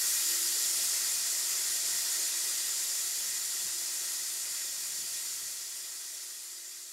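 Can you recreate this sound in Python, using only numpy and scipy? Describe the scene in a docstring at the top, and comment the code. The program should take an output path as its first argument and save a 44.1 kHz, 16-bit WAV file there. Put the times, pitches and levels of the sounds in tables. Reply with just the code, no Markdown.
"""Compressed air escapes from a brake valve inside the rear lounge of a slowly rolling train.
The jet hisses through the resonances of its pipe. The hiss fades steadily, faster near the end.
Underneath, a far two-note air horn holds on for a road crossing
and the wheels rumble softly over rail joints."""
import sys
import numpy as np
from scipy import signal
from scipy.fft import rfft, irfft, next_fast_len
from scipy.io import wavfile
from scipy.ndimage import uniform_filter1d, map_coordinates

SR = 44100
rng = np.random.default_rng(int(sys.argv[2]) if len(sys.argv) > 2 else 0)


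def dump_mix(stems):
    """Bounce the given channels to the path in sys.argv[1] as a 16-bit WAV at rate SR."""
    frames = np.atleast_2d(stems).T  # one column per channel
    limited = np.clip(frames, -1, 1)  # hard clip at full scale
    pcm = np.round(limited * 32767).astype(np.int16)
    wavfile.write(sys.argv[1], SR, pcm)


N = 305480
t = np.arange(N) / SR


def amp(db):
    """Decibels to gain."""
    return 10 ** (np.asarray(db) / 20)


def unit_rms(x):
    """x at rms 1."""
    return x / np.sqrt(np.mean(x ** 2) + 1e-20)


def at_hz(rows, hz):
    """(Hz, value) rows read on a log axis."""
    knots_hz, values = np.transpose(rows)
    return np.interp(np.log(hz + 1), np.log(knots_hz), values)


def envelope(rows):
    """(seconds, value) rows read at every sample."""
    return np.interp(t, *np.transpose(rows))


def ramp(start_s, length_s):
    """Linear rise from 0 to 1."""
    return np.clip((t - start_s) / length_s, 0, 1)


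def wobble(rate_hz):
    """Smooth random curve, rate_hz knots a second."""
    knots = rng.standard_normal(int(N * rate_hz / SR) + 4)
    return map_coordinates(knots, [t * rate_hz])


def filtered(x, response):
    """Apply a gain given as a function of Hz."""
    size = next_fast_len(N + 8192)
    return irfft(rfft(x, size) * response(np.fft.rfftfreq(size, 1 / SR)), size)[..., :N]


# Each row: frequency in Hz, stereo side relative to mid in dB.
WIDTH_DB = [(60, -35), (300, -27), (600, -31), (1200, -51), (3800, -69), (5000, -35), (6000, -17.5),
            (7200, -16.5), (9700, -12.5), (10800, -7), (11800, -46)]

def noise(colour_db):
    """Nearly mono noise of rms 1, shaped by colour_db(hz)."""
    white = rng.standard_normal((2, N))
    mid, side = filtered(white, lambda hz: amp([colour_db(hz), colour_db(hz) + at_hz(WIDTH_DB, hz)]))
    return unit_rms(np.array([mid + side, mid - side]))


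# Each row: centre in Hz, width in Hz, lift in dB.
PIPE_RESONANCES = [(1343, 140, 4.5), (1583, 44, 4), (1885, 105, 10), (2032, 137, 7.5), (2448, 48, 8),
                   (2640, 80, 1.5), (3000, 56, -2), (3395, 50, 7), (3540, 36, 5), (3823, 67, 4.5),
                   (4880, 34, 6), (5270, 60, 1), (5550, 190, 2.5), (5760, 150, -1.5), (6990, 204, 5),
                   (7260, 274, 6), (7600, 120, 0), (7800, 130, -1.5), (7980, 130, 4), (8330, 170, 5.5),
                   (8600, 130, -1), (10810, 220, 3.5), (11150, 160, -11.5), (11360, 150, 4.5)]

def pipe_db(hz):
    """Resonances of the valve and its pipe, and the notches between them."""
    return sum(lift_db / (1 + (2 * (hz - centre_hz) / width_hz) ** 2)
               for centre_hz, width_hz, lift_db in PIPE_RESONANCES)


def cabin_echoes(x, echo_db, spread_s, count=40):
    """Weak echoes off windows and ceiling comb the hiss with a fine, steady ripple."""
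    delays_s = rng.uniform(.003, .003 + spread_s, count)
    gains = rng.standard_normal(count) * np.exp(-delays_s / spread_s)
    impulse = np.bincount((delays_s * SR).astype(int), gains)
    echoes = signal.fftconvolve(x, impulse[None] / np.linalg.norm(impulse), axes=1)[:, :N]
    return unit_rms(x + amp(echo_db) * echoes)


def eddies(x, depth_db, patch_bins=7, patch_frames=9):
    """Turbulence: short patches of the spectrum swell and sink on their own."""
    spectrum = signal.stft(x, nperseg=512)[2]
    patches = uniform_filter1d(rng.standard_normal(spectrum.shape[1:]), patch_bins, axis=0)
    patches = uniform_filter1d(patches, patch_frames, axis=1)
    spectrum *= amp(depth_db * unit_rms(patches))
    return unit_rms(signal.istft(spectrum, nperseg=512)[1][:, :N])


# Each row: time in seconds, hiss level in dB.
HISS_DB = [(0, -30.5), (.8, -30.5), (1.35, -31.7), (2.35, -32), (3.5, -34.5), (4.05, -35), (4.7, -36.3),
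           (5.25, -36.6), (5.65, -39.5), (6.3, -42), (6.93, -45.3)]
# Each row: frequency in Hz, relative spectral density in dB.
JET_COLOUR_DB = [(1500, -45), (2800, -12), (3600, -10.5), (4400, -1), (6500, 1), (7800, -1.5),
                 (10300, -1.5), (12000, -5), (14000, -9.5), (15700, -15.5)]
RUSH_COLOUR_DB = [(150, -36), (260, -16.5), (370, -4), (460, -9), (580, -5), (800, -11.5), (920, -3.5),
                  (1100, -6), (1500, -3), (2300, -2.5), (2800, -2.5), (3500, -0.5), (6000, -16.5)]

def brake_air(rush_offset_db=-13.5, rush_db_per_hiss_db=.99, top_boost_db=3.5, top_fade_s=.48):
    """One fading level drives the turbulent jet and a lower rush; both resonate in the same pipe."""
    hiss_db = envelope(HISS_DB)
    rush_db = hiss_db.mean() + rush_offset_db + rush_db_per_hiss_db * (hiss_db - hiss_db.mean())
    flutter_db = .24 * wobble(22) + .2 * wobble(90)
    jet = noise(lambda hz: at_hz(JET_COLOUR_DB, hz) + pipe_db(hz))
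    jet = cabin_echoes(jet, echo_db=-16, spread_s=.03)
    # The top treble is strongest at the start, and it flickers.
    top = filtered(jet, lambda hz: 1 / (1 + (10000 / (hz + 1)) ** 8))
    top_db = top_boost_db * np.exp(-(t / top_fade_s) ** 2)
    jet = eddies(jet, depth_db=.81)
    jet += top * (amp(top_db - top_db.mean() + .4 * wobble(24)) - 1)
    rush = noise(lambda hz: at_hz(RUSH_COLOUR_DB, hz) + pipe_db(hz))
    rush = eddies(rush, depth_db=1.22)
    return jet * amp(hiss_db + flutter_db + .08) + rush * amp(rush_db + flutter_db)


# Each row: time in seconds, open-valve level of the low fundamental in dB.
HORN_DB = [(.32, -58), (.7, -61.5), (1.15, -73), (1.45, -66.5), (2.4, -67), (3.2, -74), (3.8, -66),
           (4.3, -67), (4.6, -73), (5.05, -70.5), (5.7, -75.5), (6.93, -74.5)]

def air_horn(low_hz=345.2, high_hz=383.5, high_db=-73, high_fade_db_per_s=.9, waver=.0015):
    """Two reed horns a whole tone apart; the carriage lets only their lowest partials in."""
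    # The low note idles until its valve opens; both notes start flat.
    open_s, attack_s, idle_db, flat_hz = .2202, .08, -13, 14
    pitch_hz = low_hz - flat_hz * (1 - ramp(open_s + attack_s / 2, length_s=.2997))
    low_db = envelope(HORN_DB) + idle_db * (1 - ramp(open_s, attack_s))
    # The octaves speak once the reeds are at full pressure, then fade ever faster.
    speak_s = .45
    octave_db = -65.5 - 6 * (t / 4.37) ** 2
    low_octave = ramp(speak_s, length_s=.18) * amp(octave_db)
    high_octave = low_octave * ramp(speak_s, length_s=1.3) * amp(-7.5)
    low_phase = 2 * np.pi * np.cumsum(pitch_hz * (1 + waver * wobble(12))) / SR
    high_pitch_hz = pitch_hz * high_hz / low_hz
    high_phase = 2 * np.pi * np.cumsum(high_pitch_hz * (1 + 1.68 * waver * wobble(12))) / SR
    partials = [(low_phase, amp(low_db)), (2 * low_phase, low_octave),
                (high_phase, amp(high_db - high_fade_db_per_s * t)), (2 * high_phase, high_octave)]
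    # The long path outdoors fades each partial in and out on its own.
    return np.sqrt(2) * sum(gain * amp(1.4 * wobble(10)) * np.sin(phase) for phase, gain in partials)


# Each row: time in seconds, rolling level in dB before trim.
ROLL_DB = [(0.0, -71.5), (3.3, -76), (5.02, -74.5), (6.15, -85.5), (6.93, -86)]
# Each row: frequency in Hz, relative spectral density in dB.
ROLL_COLOUR_DB = [(15, -16), (45, -3), (63, 1), (85, -1), (125, -1.5), (180, 1.5), (240, -3.5), (400, -7.5),
                  (900, -35)]
# Each row: time in seconds, rumble in dB, thud gain in dB, rumble rise and fall in seconds.
RAIL_JOINTS = [(.83, -67, -63, 0.039), (1.17, -77, -72, .035), (1.95, -68, -76, .04),
               (3.28, -68, -80, 0.059), (3.66, -65, -75, .035), (5.01, -71, -88, .075),
               (5.43, -72, -67, .06)]

def wheels(floor_hz=62, ring_s=.058, roll_trim_db=1.6):
    """Rumble through the floor; each rail joint swells it and rocks the floor for a few cycles."""
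    rumble_gain = amp(envelope(ROLL_DB) + roll_trim_db)
    thuds = np.zeros(N)
    for joint_s, rumble_db, thud_db, swell_s in RAIL_JOINTS:
        rumble_gain += amp(rumble_db) * np.exp(-np.abs(t - joint_s) / swell_s)
        age_s = np.maximum(t - joint_s, 0)
        ring = 2 * (np.exp(-age_s / ring_s) - np.exp(-3 * age_s / ring_s))
        thuds += amp(thud_db) * ring * np.sin(2 * np.pi * floor_hz * age_s)
    return rumble_gain * noise(lambda hz: at_hz(ROLL_COLOUR_DB, hz)) + thuds


def scene():
    """The near hiss, leaning slightly left in the treble, over horn and wheels."""
    # Each row: frequency in Hz, left boost and right cut in dB.
    lean_db = [(7000, 0), (9300, .8), (12000, 0)]
    air = filtered(brake_air(), lambda hz: amp([at_hz(lean_db, hz), -at_hz(lean_db, hz)]))
    return air + air_horn() + wheels()


def record(dry, cutoff_hz=15760):
    """Brick-wall low-pass."""
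    return filtered(dry, lambda hz: hz < cutoff_hz)


dry = scene()
out = record(dry)
dump_mix(out)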